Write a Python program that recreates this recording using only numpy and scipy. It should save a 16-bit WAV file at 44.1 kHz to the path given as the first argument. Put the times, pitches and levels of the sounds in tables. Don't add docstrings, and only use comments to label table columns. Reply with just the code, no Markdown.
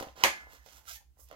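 import sys
import numpy as np
from scipy import signal
from scipy.fft import rfft, irfft, next_fast_len
from scipy.io import wavfile

SR = 44100
rng = np.random.default_rng(int(sys.argv[2]) if len(sys.argv) > 2 else 0)


def convert_level_to_amplitude(level_db):
    exponent = np.asarray(level_db, float) / 20
    return 10 ** exponent


def store_wav(level_fs):
    pcm = np.round(np.clip(np.atleast_2d(level_fs), -1, 1) * 32767)
    wavfile.write(sys.argv[1], SR, pcm.T.astype(np.int16))


N = 59535

# start_s, skin_hiss_db, drag_over_hiss_db, board_rumble_db, left_right_db
STROKES = [(0, -52, 1.5, -53.5, -8.5), (0.038, -65.5, 7, -58, -8.5), (0.151, -85.5, 6, -81.5, -11.5),
           (0.164, -66.5, 5.5, -61, -7.5), (0.234, -61.5, 10.5, -44.5, -4.5),
           (0.481, -81.5, 0, -76.5, -19.5), (0.526, -62.5, -1.5, -65, -9.5),
           (0.637, -82, 0.5, -84.5, -15.5), (0.663, -71, 4, -76, -19.5), (0.782, -61, -4.5, -65, -6),
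           (0.84, -83, -3.5, -86.5, -20), (0.887, -50, -1.5, -77, -12), (0.962, -53.5, -4, -90, -13),
           (1.02, -94, -5.5, -99, -8), (1.15, -92.5, -8, -91.5, -7.5), (1.202, -65, -18.5, -85, -21),
           (1.24, -64.5, -24.5, -93, -14.5), (1.299, -86, 15, -79.5, -12.5)]
# freq_hz, density_db
SKIN_SPECTRUM = [(300, -81), (2500, -46), (4300, -25.5), (5000, -6), (6000, -5.5), (10000, -2), (13500, 0),
                 (16000, -4.5)]
# freq_hz, density_db
DRAG_SPECTRUM = [(250, -77), (900, -39.5), (1900, -14.5), (2600, -4.5), (3200, -5.5), (4400, -6),
                 (6500, -8), (10000, -36)]
# pitch_hz, level_db, t60_s
PANEL_MODES = [(210, -4.5, 0.014), (330, -7.5, 0.022), (553.7, -12.5, 0.021), (660, -6, 0.022),
               (790, 3, 0.012), (1010, -2, 0.03), (1420, 8.5, 0.007), (1860, -5, 0.01), (2050, -0.5, 0.014),
               (2830, 3, 0.0049), (4300, -7, 0.0064), (6400, -36, .006)]
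# freq_hz, density_db
AIR_SPECTRUM = [(25, -18.5), (55, -0.5), (110, -18.5), (220, -25.5), (500, -33.5), (1200, -46.5),
                (4000, -43.5), (15000, -43.5)]
# start_s, peak_db, contact_hardness_hz, left_right_db, panel_pitch_hz
KNOCKS = [(.0004, -33.5, 2500, 16, 1400), (.0085, -28, 966, -4, 411), (0.0125, -32.5, 933, -5.5, 586),
          (.0255, -26.5, 5000, 1, 3170), (.0290, -34.5, 1308, 14, 820), (.0298, -41.5, 5975, -3.5, 2950),
          (.035, -57, 1500, -12, 830), (.0425, -41.5, 1160, -14.5, 890), (.0465, -42.5, 1204, 3, 860),
          (.047, -51.5, 6000, -3.5, 3450), (.055, -64, 1200, -3, 820), (.0712, -39.5, 1500, -4.5, 750),
          (.073, -52.5, 4000, -3.5, 1900), (.086, -38.5, 5000, 7, 2900), (.157, -51, 914, 0.5, 680),
          (.176, -45, 892, -5, 600), (.435, -53, 1080, 7, 800), (0.47, -45.5, 1120, -0.5, 970),
          (.534, -51.5, 914, -6, 495), (.662, -44.5, 2470, -5.5, 582), (.832, -69.5, 1500, -11.5, 900),
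          (0.855, -52.5, 9000, -15.5, 1710), (1.172, -60.5, 1196, -7, 850), (1.1925, -55, 1205, -2, 541),
          (1.302, -51.5, 1500, -3, 750), (1.3128, -37, 9000, -9, 1300), (1.3142, -40.5, 1510, -6, 680),
          (1.319, -51.5, 1510, -6, 620), (1.3277, -40, 2630, -3, 627), (1.3372, -47, 1090, -8, 584),
          (1.345, -57, 1980, -14, 1500)]
TICK_S = [.008, .028, .661, .855, 1.193, 1.2875, 1.3128, 1.328]
TICK_DB = [-49, -41.5, -54.5, -64, -65, -54.5, -54.5, -60]
# start_s, level_db
JOLTS = [
    (.0085, -40.5),
    (0.068, -48),
    (0.179, -55),
    (.246, -43.5),
    (0.661, -59.5),
    (1.322, -59),
]
# pitch_hz, level_db, t60_s
JOLT_MODES = [(45, -8.5, 0.056), (121, 2, 0.034), (215, 2.3, 0.047), (298, -3.5, 0.048)]
# start_s, peak_db
SNAP_JERKS = [
    (.2357, -38.5),
    (0.23675, -12.5),
    (0.2378, -10.5),
    (0.23875, -10.5),
]
# pitch_hz, level_db, t60_s
FLAP_MODES = [(1060, -1, 0.0075), (2100, -11, 0.0026), (2620, -2, 0.0084), (2984, -2, 0.006),
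              (4000, -8, 0.0068), (5040, -6, 0.009), (6020, -1, 0.0034), (7120, -5.5, 0.0037)]
# freq_hz, level_db
CRACK_SPECTRUM = [(600, -42.5), (2000, -8), (4000, -10), (7000, -3.5), (12000, 4.5), (16000, -2.5)]
# delay_s, level_db, left_right_db
ECHOES = [(.004, -13, -7.5), (.0083, -13.5, -8), (.0155, -21, -3.5), (.0255, -21.5, 6.5), (.031, -18.5, -7)]
# pitch_hz, level_db, t60_s
SHELL_MODES = [(210.6, -36, 0.14), (353.9, -37.5, 0.23), (556.3, -30.5, 0.2), (872, -34.5, 0.31),
               (962, -36, 0.062), (1065, -32.5, .25), (1700, -36.5, 0.67), (2080, -34.5, 0.62),
               (2142, -23, 0.2), (2164, -27, .09), (2584, -28.5, .08), (2815, -31.5, .2)]
# start_s, length_s, pitch_hz, level_db
WHISTLES = [(0.59, 0.059, 1800, -72), (.87, 0.042, 1330, -52.5), (.87, 0.049, 1560, -55.5),
            (.895, 0.041, 661, -63), (0.79, 0.045, 850, -81), (.945, 0.0408, 842, -69),
            (.94, 0.057, 1800, -64), (0.886, .1, 2100, -65.5), (.87, 0.05, 2080, -61),
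            (1.3, 0.053, 500, -74), (0.42, 0.063, 2200, -79), (1.19, 0.048, 1167, -76),
            (1.4, .04, 1640, -65), (1, .03, 814, -67)]
# freq_hz, level_db
SNAP_TO_WALLS = [(80, -23.5), (300, -8), (900, 0.5), (1400, -4), (2000, 3.5), (3500, -6), (7000, -8.5),
                 (16000, -19)]
# freq_hz, t60_s
ROOM_T60 = [(150, 0.21), (500, 0.22), (2000, 0.26), (6000, 0.24), (14000, 0.19)]
# freq_hz, likeness_0_to_1
ROOM_ALIKE = [(60, 0.54), (300, 0.63), (700, .3), (1500, .02)]

LEFT_LAG_S = 0.00026
SNAP_S = SNAP_JERKS[1][0]


def rms_one(x):
    return x / np.sqrt(np.mean(x ** 2) + 1e-20)


def at_hz(points, hz):
    points_hz, values = np.transpose(points)
    return np.interp(np.log(hz + 1), np.log(points_hz), values)


def colour(x, points):
    gain = convert_level_to_amplitude(at_hz(points, np.fft.rfftfreq(x.shape[-1], 1 / SR)))
    return irfft(rfft(x) * gain, x.shape[-1])


def butter(x, order, hz, kind="low"):
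    return signal.sosfilt(signal.butter(order, hz, kind, fs=SR, output="sos"), x)


def ring(clicks, hz, t60):
    r = convert_level_to_amplitude(-60 / (t60 * SR))
    w = 2 * np.pi * hz / SR
    return signal.lfilter([0, np.sin(w)], [1, -2 * r * np.cos(w), r * r], clicks + 1e-18)


def ring_modes(clicks, modes):
    return sum(convert_level_to_amplitude(db) * ring(clicks, hz, t60) for hz, db, t60 in modes)


def grains(per_s, uneven_db):
    excess = np.minimum(rng.exponential(1, N), 5)
    sizes = convert_level_to_amplitude(uneven_db * excess) * rng.choice([-1, 1], N)
    return sizes * (rng.random(N) < per_s / SR)


def clicks_at(events, offset_db=0):
    clicks = np.zeros(N)
    for s, db in events:
        clicks[int(s * SR)] = convert_level_to_amplitude(db + offset_db)
    return clicks


def pan(left, right, pan_db):
    return np.array([left * convert_level_to_amplitude(pan_db / 2), right * convert_level_to_amplitude(-pan_db / 2)])


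def place(x, pan_db):
    late = np.interp(np.arange(N) - LEFT_LAG_S * SR, np.arange(N), x, left=0)
    return pan(late, x, pan_db)


def slide():
    s, *columns = np.transpose(STROKES)
    skin_db, drag_db, board_db, pan_db = [np.interp(np.arange(N) / SR, s, c) for c in columns]
    wobble = butter(rng.standard_normal(N), 2, 70.0)
    judder = convert_level_to_amplitude(0.9 * rms_one(wobble))
    slips = grains(per_s=7100, uneven_db=3.0)
    hiss = rms_one(colour(slips, SKIN_SPECTRUM))
    drag = rms_one(colour(slips, DRAG_SPECTRUM))
    skin = hiss + convert_level_to_amplitude(drag_db - 0.5) * drag
    board = sum(convert_level_to_amplitude(db) * ring(grains(2000, 3), hz, t60) for hz, db, t60 in PANEL_MODES)
    board = rms_one(butter(board, 2, 170.0, "high"))
    skin = pan(np.roll(skin, int(round(LEFT_LAG_S * SR))), skin, pan_db)
    return judder * (convert_level_to_amplitude(skin_db) * skin + convert_level_to_amplitude(board_db) * place(board, 1.54 * pan_db))


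def hum():
    hum_hz, hum_db, octave_db = 62.3, -63, -16
    throb_hz, throb_peak_s, throb_depth = 6.15, 0.772, 1.4
    left_lead_rad = 0.53
    t = np.arange(N) / SR
    throb = 1 + throb_depth * np.cos(2 * np.pi * throb_hz * (t - throb_peak_s))
    turn = 2 * np.pi * hum_hz * t + np.array([[left_lead_rad], [0]])
    tone = throb * np.sin(turn) + convert_level_to_amplitude(octave_db) * np.sin(2 * turn[1])
    return convert_level_to_amplitude(hum_db) * pan(*tone, -2.5)


def air():
    return convert_level_to_amplitude(-67.5) * rms_one(colour(rng.standard_normal((2, N)), AIR_SPECTRUM))


def knocks():
    panel_db, panel_cycles = 6, 9.0
    out = np.zeros((2, N))
    click = np.zeros(4000)
    click[0] = 1
    all_luck = rng.normal(0, 2.5, (len(KNOCKS), len(PANEL_MODES)))
    for (s, db, hard_hz, pan_db, panel_hz), luck in zip(KNOCKS, all_luck):
        push = butter(click, 2, min(hard_hz, 15000))
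        body = ring_modes(push, [(hz, m_db + z, t60) for (hz, m_db, t60), z in zip(PANEL_MODES, luck)])
        body = body + convert_level_to_amplitude(panel_db) * ring(push, panel_hz, panel_cycles / panel_hz)
        body = -butter(body, 2, 380.0, "high")
        line = np.zeros(N + len(click))
        start = int(s * SR)
        line[start:start + len(click)] = body / np.abs(body).max() * convert_level_to_amplitude(db)
        out += place(line[:N], pan_db)
    return out


def ticks():
    length_s = 0.002
    t = np.arange(N) / SR
    shape = sum(convert_level_to_amplitude(db) * (t > s) * np.exp(-np.abs(t - s) / length_s) for s, db in zip(TICK_S, TICK_DB))
    scratch = rms_one(butter(rng.standard_normal(N), 2, 3000.0, "high"))
    return place(shape * scratch, -10)


def jolts():
    push = butter(-clicks_at(JOLTS, -5), 2, 500.0)
    return place(ring_modes(push, JOLT_MODES), -5.5)


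def snap_click():
    return 1. * (np.arange(N) == int(SNAP_S * SR))


def snap():
    clicks = clicks_at(SNAP_JERKS)
    edge = convert_level_to_amplitude(-0.5) * ring_modes(clicks, FLAP_MODES)
    flap = edge + convert_level_to_amplitude(9.5) * colour(clicks, CRACK_SPECTRUM)
    flap = butter(flap, 2, 550, "high")
    left, right = place(flap, -5)
    echoes = sum(convert_level_to_amplitude(db) * place(np.roll(flap, int(s * SR)), pan_db) for s, db, pan_db in ECHOES)
    r = np.exp(-2 * np.pi * 2530 / SR)
    left = signal.lfilter([1 - r], [1, -r], left)
    echoes = signal.lfilter([1 - r], [1, -r], echoes)
    since_s = np.maximum(np.arange(N) / SR - SNAP_S, 0)
    shell_rise = 1 - np.exp(-since_s / 0.006)
    shell = place(ring_modes(snap_click(), SHELL_MODES) * shell_rise, -1.5)
    return np.array([left, right]) + echoes + shell


def hollow():
    edge_s, t60_s = 0.012, 0.06
    t = np.arange(N) / SR
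    tone = 0
    for s, length, hz, db in WHISTLES:
        shape = np.clip(np.minimum(t - s, s + length - t) / edge_s, 0, 1)
        blown = shape * ring(grains(5000, 1.9), hz, t60_s)
        tone = tone + convert_level_to_amplitude(db) * rms_one(blown) * np.sqrt(np.mean(shape ** 2))
    return place(butter(tone, 4, 520.0, "high"), -7.5)


def room(x):
    room_db, pan_db, gap_s = -4, -1.5, 0.003
    t = np.arange(SR // 2) / SR
    white = rng.standard_normal((2, len(t)))
    edges = 60 * 2 ** np.arange(0, 8.6, .5)
    tail = 0
    for low, high in zip(edges, np.minimum(edges[1:], 19000)):
        left, right = butter(white, 2, [low, high], "band")
        alike = np.clip(at_hz(ROOM_ALIKE, low), 0, 1)
        band = np.array([alike * right + np.sqrt(1 - alike ** 2) * left, right])
        tail = tail + band * convert_level_to_amplitude(-60 * t / at_hz(ROOM_T60, np.sqrt(low * high)))
    tail = tail * np.clip(t / gap_s - 1, 0, 1)
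    tail = tail / np.sqrt(np.sum(tail ** 2, axis=1, keepdims=True))
    tail = pan(*tail, pan_db)
    return convert_level_to_amplitude(room_db) * signal.fftconvolve(x[None], tail, axes=1)[:, :N]


def scene():
    rubs = slide() + ticks() + hollow()
    taps = knocks() + jolts()
    snap_all_round = convert_level_to_amplitude(21.5) * colour(snap_click(), SNAP_TO_WALLS)
    walls = room(convert_level_to_amplitude(-6) * rubs[1] + taps[1] + snap_all_round)
    return rubs + taps + snap() + walls + hum() + air()


def top_cut(x):
    return signal.sosfilt(signal.butter(12, 16640, fs=SR, output="sos"), x)


def record(dry):
    dip_hz, dip_width_hz, dip_db = 9000, 880, -4.5
    cutoff_hz, ceiling = 16600, 0.95
    size = next_fast_len(N + 2000)
    hz = np.fft.rfftfreq(size, 1 / SR)
    dip = convert_level_to_amplitude(dip_db * np.exp(-((hz - dip_hz) / dip_width_hz) ** 2))
    x = irfft(rfft(dry, size) * dip, size)[:, :N]
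    x = signal.sosfilt(signal.cheby2(16, 50, cutoff_hz, fs=SR, output="sos"), x)
    x = ceiling * np.tanh(x / ceiling)
    return top_cut(x)


dry = scene()
out = record(dry)
store_wav(out)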